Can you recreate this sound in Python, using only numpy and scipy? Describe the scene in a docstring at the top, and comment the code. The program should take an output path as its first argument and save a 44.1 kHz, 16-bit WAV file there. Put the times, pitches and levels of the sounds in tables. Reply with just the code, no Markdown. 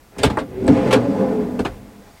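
"""Inside a van: the handle of the sliding door is pulled, the latch snaps, the door rolls along its track,
knocks over joints and stops in its catch. Knocks and rolling both ring the sheet-metal door and small cabin:
short rattles strike it for the knocks, grit under the rollers shakes it for the rolling. Humming tones stand
for the track and the van body, with one low sway near 46 Hz; short pings for small parts, soft noise for air."""
import sys
import numpy as np
from scipy import signal
from scipy.fft import rfft, irfft
from scipy.io import wavfile
from scipy.ndimage import uniform_filter1d

SR = 44100
rng = np.random.default_rng(int(sys.argv[2]) if len(sys.argv) > 2 else 0)


def to_wav(s):
    """Save 16-bit WAV."""
    ch = np.atleast_2d(s).T  # columns
    pcm = np.round(np.clip(ch, -1, 1) * 32767)  # PCM
    wavfile.write(sys.argv[1], SR, pcm.astype(np.int16))


N = 97020  # length of the scene in samples, 2.2 s


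def undb(db):
    """Turn dB into a gain."""
    return 10 ** (np.asarray(db) / 20)


def unit(x):
    """Scale to an average (rms) level of 1."""
    return x / np.sqrt(np.mean(x ** 2))


def on_log(hz, table):
    """Read a table of (Hz, value) rows at any pitch, along a logarithmic pitch axis."""
    table = np.array(table)
    return np.interp(np.log(hz + 1e-9), np.log(table[:, 0]), table[:, 1])


def coloured(table, size):
    """Noise whose spectrum follows a table, with nothing at or below 20 Hz."""
    hz = np.fft.rfftfreq(size, 1 / SR)
    spectrum = rfft(rng.standard_normal(size))
    return irfft(spectrum * undb(on_log(hz, table)) * (hz > 20), size)


def walk(rate):
    """Random wandering with spread 1: about `rate` new values a second, joined by straight slides."""
    hold = int(SR / rate)
    steps = np.repeat(rng.standard_normal(N // hold + 1), hold)
    return unit(uniform_filter1d(steps, hold)[:N])


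def ring_off(t60, size):
    """A fade that falls by 60 dB in t60 seconds."""
    return 1000. ** (-np.arange(size) / SR / t60)


def ring(hz, t60, size):
    """One mode: a pure tone that fades away."""
    t = np.arange(size) / SR
    return np.sin(2 * np.pi * hz * t) * ring_off(t60, size)


def even(x):
    """Even out the broad spectrum of a short burst: many small contacts favour no band."""
    spectrum = rfft(x)
    smooth_power = uniform_filter1d(np.abs(spectrum) ** 2, size=20)
    evened = irfft(spectrum / np.sqrt(smooth_power), len(x))
    return evened * (np.arange(len(x)) < len(x) / 2)


def air():
    """Outdoor rumble and microphone hiss: noise strongest at low pitch, with a slowly wandering level."""
    # Colour of the noise. Each row: pitch in Hz, relative level in dB per Hz.
    air_colour = [(15, -30), (25, 11), (451, -1), (887, -5.5), (1890, -10.5), (2910, -15.5), (16000, -21)]
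    level_db, wander_db = -48, 1.0
    return unit(coloured(air_colour, N)) * undb(level_db + wander_db * walk(5.15))


def track_and_body():
    """Modes of track and van body swell one after another as the door rolls; each glides and wavers."""
    # Humming modes of track and body; the one near 46 Hz is a low sway of the body.
    # Each row: pitch at the centre in Hz, glide in Hz per second, centre in seconds,
    # span of the bell-shaped swell in seconds (standard deviation), level in dB before wavering.
    hums = [(120, 20, 0.538, 0.067, -38), (289.3, -20, .76, 0.067, -23), (520, 60.5, .84, 0.15, -29.5),
            (121.2, 20, 0.95, 0.14, -30), (289.6, -71.5, 1.08, 0.086, -24.5), (560, -150, 1.07, 0.095, -25),
            (387, 150, .64, 0.068, -27.5), (250, -14.5, 1.38, .15, -25), (420, -29.5, 1.37, 0.091, -25.5),
            (46, -30, 1.7, 0.088, -42)]
    waver_hz, waver_db, waver_per_s = 7.94, 3.5, 32
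    t = np.arange(N) / SR
    out = np.zeros(N)
    for hz, glide, centre, span, db in hums:
        level = undb(db + waver_db * walk(waver_per_s))
        swell = np.exp(-.5 * ((t - centre) / span) ** 2)
        pitch = hz + glide * (t - centre) + waver_hz * walk(waver_per_s)
        tone = np.sin(2 * np.pi * np.cumsum(pitch) / SR)
        out += level * swell * unit(tone)
    return out


def door(size=16384):
    """Response of door and cabin to a tap: clear modes over a dense blur of modes, split into six bands."""
    # Clear modes of door and latch. Each row: pitch in Hz, relative level in dB, time to fade 60 dB in seconds.
    clear_modes = [(89.5, -10, 0.55), (123.2, -4, 0.23), (200.5, -4.5, 0.29), (249.1, 1, 0.29),
                   (283.7, 1, 0.17), (415.8, -2, 0.055), (528.1, -8.5, 0.18), (842, -15.5, 0.032),
                   (1690, -25, 0.062), (2615, -27.5, 0.015), (3434, -33, 0.068)]
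    # Dense modes between them. Each row: pitch in Hz, relative level in dB per Hz.
    dense_colour = [(30, -0.5), (60, 0.5), (125, 1.5), (255, -6.5), (420, -5), (600, -10.5), (1300, -25.5),
                    (2300, -24), (5500, -42), (8600, -46.5), (16000, -71)]
    # How long the dense modes ring. Each row: pitch in Hz, time to fade 60 dB in seconds.
    dense_t60 = [(60, 0.41), (500, 0.27), (2000, 0.16), (16000, 0.12)]
    # Edges of the six bands from thud up to tick, in Hz.
    band_edges = (40, 170, 340, 700, 1500, 4500, 20000)
    dense_db, onset_s = -1.5, 0.00023  # dense modes against clear ones; time constant of the soft start
    t, hz = np.arange(size) / SR, np.fft.rfftfreq(size, 1 / SR)

    clear = np.zeros(size)
    for f, db, t60 in clear_modes:
        sign = rng.choice((-1, 1))  # which way each mode first moves
        clear += sign * undb(db) * unit(ring(f, t60, size))

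    noise = rfft(coloured(dense_colour, size))
    dense = np.zeros(size)
    for f in 30 * 2 ** np.arange(0, 9.5, .5):  # overlapping slices, half an octave apart
        slice_gain = np.clip(1 - 2 * np.abs(np.log2((hz + 1) / f)), 0, 1)
        part = irfft(noise * slice_gain, size)
        dense += part * unit(ring_off(on_log(f, dense_t60), size))

    tap = unit(clear) + undb(dense_db) * unit(dense)
    tap = tap * (1 - np.exp(-t / onset_s))
    bands = []
    for low, high in zip(band_edges, band_edges[1:]):
        band_pass = signal.butter(3, (low, high), "band", fs=SR, output="sos")
        bands.append(signal.sosfilt(band_pass, tap))
    return bands


def rolling():
    """Rollers crush grit of uneven size and ride over bumps; two rollers shake the door at different places."""
    # Loudness of the rolling over time, before bumps. Each row: time in seconds, thud level in dB,
    # boom level in dB, drum level in dB, knock level in dB, clank level in dB, hiss level in dB.
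    roll_levels = np.array([(.12, -71, -56, -55.5, -57, -62, -81), (.22, -29, -46, -30, -42.5, -41.5, -49),
                            (.34, -38.5, -28, -28.5, -32.5, -44.5, -55),
                            (.45, -40, -38, -40, -49, -57, -74), (.53, -34, -33, -35.5, -44.5, -52.5, -70),
                            (0.618, -32.5, -22.5, -29, -41.5, -46, -57),
                            (.7, -24, -17, -19, -32, -40, -46.5), (.78, -29.5, -19, -21, -28.5, -35, -47.5),
                            (.97, -35, -21.5, -17.5, -28, -39.5, -49.5),
                            (1.1, -32.5, -19.5, -25, -33.5, -42.5, -51),
                            (1.23, -38, -20.5, -22, -29.5, -45, -54.5),
                            (1.4, -39.5, -20, -26, -35, -46.5, -56.5),
                            (1.57, -38.5, -27.5, -29.5, -42, -52, -58.5),
                            (1.72, -41, -42, -37.5, -47, -53, -61),
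                            (1.82, -45, -40, -47.5, -53.5, -59.5, -71),
                            (2.03, -57.5, -46, -51, -51, -58, -61), (2.2, -52, -65, -61, -54, -55.5, -57.5)])
    grit_per_s, grit_spread_db = 4400, 1.5
    bump_per_s, bump_db = 20, 1.07
    t = np.arange(N) / SR
    bumps = bump_db * walk(bump_per_s)
    out = np.zeros(N)
    for roller in range(2):
        chance, size_luck = rng.random((N, 2)).T
        hits = chance < grit_per_s / SR
        grain_size = undb(-grit_spread_db * np.log(size_luck))  # a few grains are much bigger
        grit = hits * grain_size * rng.standard_normal(N)
        for band, tap in enumerate(door()):
            sound = unit(signal.fftconvolve(grit, tap)[:N])
            level_db = np.interp(t, roll_levels[:, 0], roll_levels[:, band + 1], left=-120)
            out += sound * undb(level_db + bumps - 3)  # 3 dB less each, as two rollers add up
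    return out


def ticks():
    """Latch parts, rollers and catch ping briefly: each ping is one fading tone."""
    # Pings of small parts. Each row: start in seconds, pitch in Hz, starting level in dB.
    pings = [(0.1863, 8100, -31), (0.235, 8350, -12.5), (0.2342, 3560, -8.5), (0.2347, 4640, -15),
             (0.2374, 1375, -8.5), (0.373, 8700, -33), (0.3732, 932, -11), (0.3885, 8400, -34),
             (0.3885, 5000, -40), (0.4024, 8600, -37), (0.643, 8200, -42), (0.668, 8200, -31),
             (0.679, 7800, -22.5), (0.9334, 530, -8), (0.9335, 3270, -19), (0.9347, 5480, -16.5),
             (0.9435, 2330, -13), (1.592, 2720, -32.5), (1.6015, 487, -18.5), (1.6534, 2875, -22.5),
             (1.6624, 2440, -24), (1.995, 298, -38), (2.02, 514, -39)]
    # How long a ping rings. Each row: pitch in Hz, time to fade 60 dB in seconds.
    ping_t60 = [(500, .06), (1000, 0.027), (3000, 0.023), (8400, 0.0092)]
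    size = 4000
    out = np.zeros(N)
    for start, hz, db in pings:
        i = int(start * SR)
        out[i:i + size] += undb(db) * ring(hz, on_log(hz, ping_t60), size)
    return out


def knocks():
    """Each knock is a sharp strike and a short rattle of metal on metal, at its own place on the door."""
    # Knocks of handle, latch, joints and catch. Each row: start in seconds, clank peak in dB,
    # thud level in dB, boom level in dB, drum level in dB, knock level in dB, tick level in dB,
    # time constant of the rattle's fade in seconds, time to fade 60 dB through damping by seals in seconds.
    hits = [(0.164, -53, -49, -35, -39.5, -42, -65, 0.0054, 0.2),
            (0.1826, -28, -61, -37, -27, -35, -39.5, 0.0077, 0.12),
            (0.19, -26, -29.5, -26, -28.5, -35.5, -47, 0.0078, 0.45),
            (0.2321, -10.5, -47, -14, -11, -19, -25, 0.013, 0.17),
            (0.2426, -15, -14, -18, -15, -17.5, -54, 0.011, 0.38),
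            (0.2996, -24.5, -30, -22, -35, -25, -44.5, 0.0059, 0.2),
            (0.371, -31, -31.5, -31, -19, -17.5, -52, 0.0069, 0.23),
            (0.3857, -25.5, -37, -39, -31, -49, -47, 0.0095, 0.35),
            (0.4037, -36.5, -39, -29, -33, -36, -59, 0.01, 0.36),
            (0.6779, -19, -23.5, -11.5, -12.5, -25, -40, 0.0038, 0.23),
            (0.6996, -37, -31, -8, -23, -28, -63, 0.0026, 0.2),
            (0.9083, -15, -28, -27, -25, -22.5, -38, 0.0095, 0.26),
            (0.9269, -8, -35, -24, -11.5, -16.5, -27, 0.0076, 0.18),
            (0.95, -19, -38, -12.5, -20.5, -21, -45, 0.01, 0.31),
            (1.592, -25.5, -27.5, -19, -17.5, -25.5, -42.5, 0.0075, 0.15),
            (1.6492, -22, -31.5, -23, -23.5, -23, -42.5, 0.0067, 0.28),
            (1.665, -31, -44, -31.5, -30, -48, -52, 0.0084, 0.15)]
    rise_s = 0.00044  # time constant of the rattle's start
    strike_db, hardness = 19.5, 0.937  # first contact before evening out; treble lift of metal contact, 0 to 1
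    clank_crest_db = 9.5  # how far a clank's peak stands above its rms level
    t = np.arange(4096) / SR
    out = np.zeros(N + 32768)
    for start, clank_db, thud_db, boom_db, drum_db, knock_db, tick_db, length, damp_s in hits:
        rattle = rng.standard_normal(len(t)) * (1 - np.exp(-t / rise_s)) * np.exp(-t / length)
        rattle[0] = undb(strike_db)
        rattle = even(rattle)
        rattle = np.diff(rattle, prepend=0) + (1 - hardness) * rattle
        levels_db = (thud_db, boom_db, drum_db, knock_db, clank_db - clank_crest_db, tick_db)
        i = int(start * SR)
        for tap, db in zip(door(), levels_db):
            sound = signal.fftconvolve(rattle, tap * ring_off(damp_s, len(tap)))
            loudest = np.sqrt(uniform_filter1d(sound ** 2, 800).max())  # rms of the loudest 18 ms
            out[i:i + len(sound)] += undb(db) * sound / loudest
    return out[:N]


def scene():
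    """Everything summed at one microphone."""
    return (air() + track_and_body() + rolling() + ticks() + knocks())[None]


def record(dry):
    """The loudest peaks are rounded and the top is cut."""
    top_hz = 15900
    rounded = np.tanh(dry * .8) / .8
    return signal.sosfilt(signal.ellip(10, .2, 75, top_hz, fs=SR, output="sos"), rounded)


dry = scene()
out = record(dry)
to_wav(out)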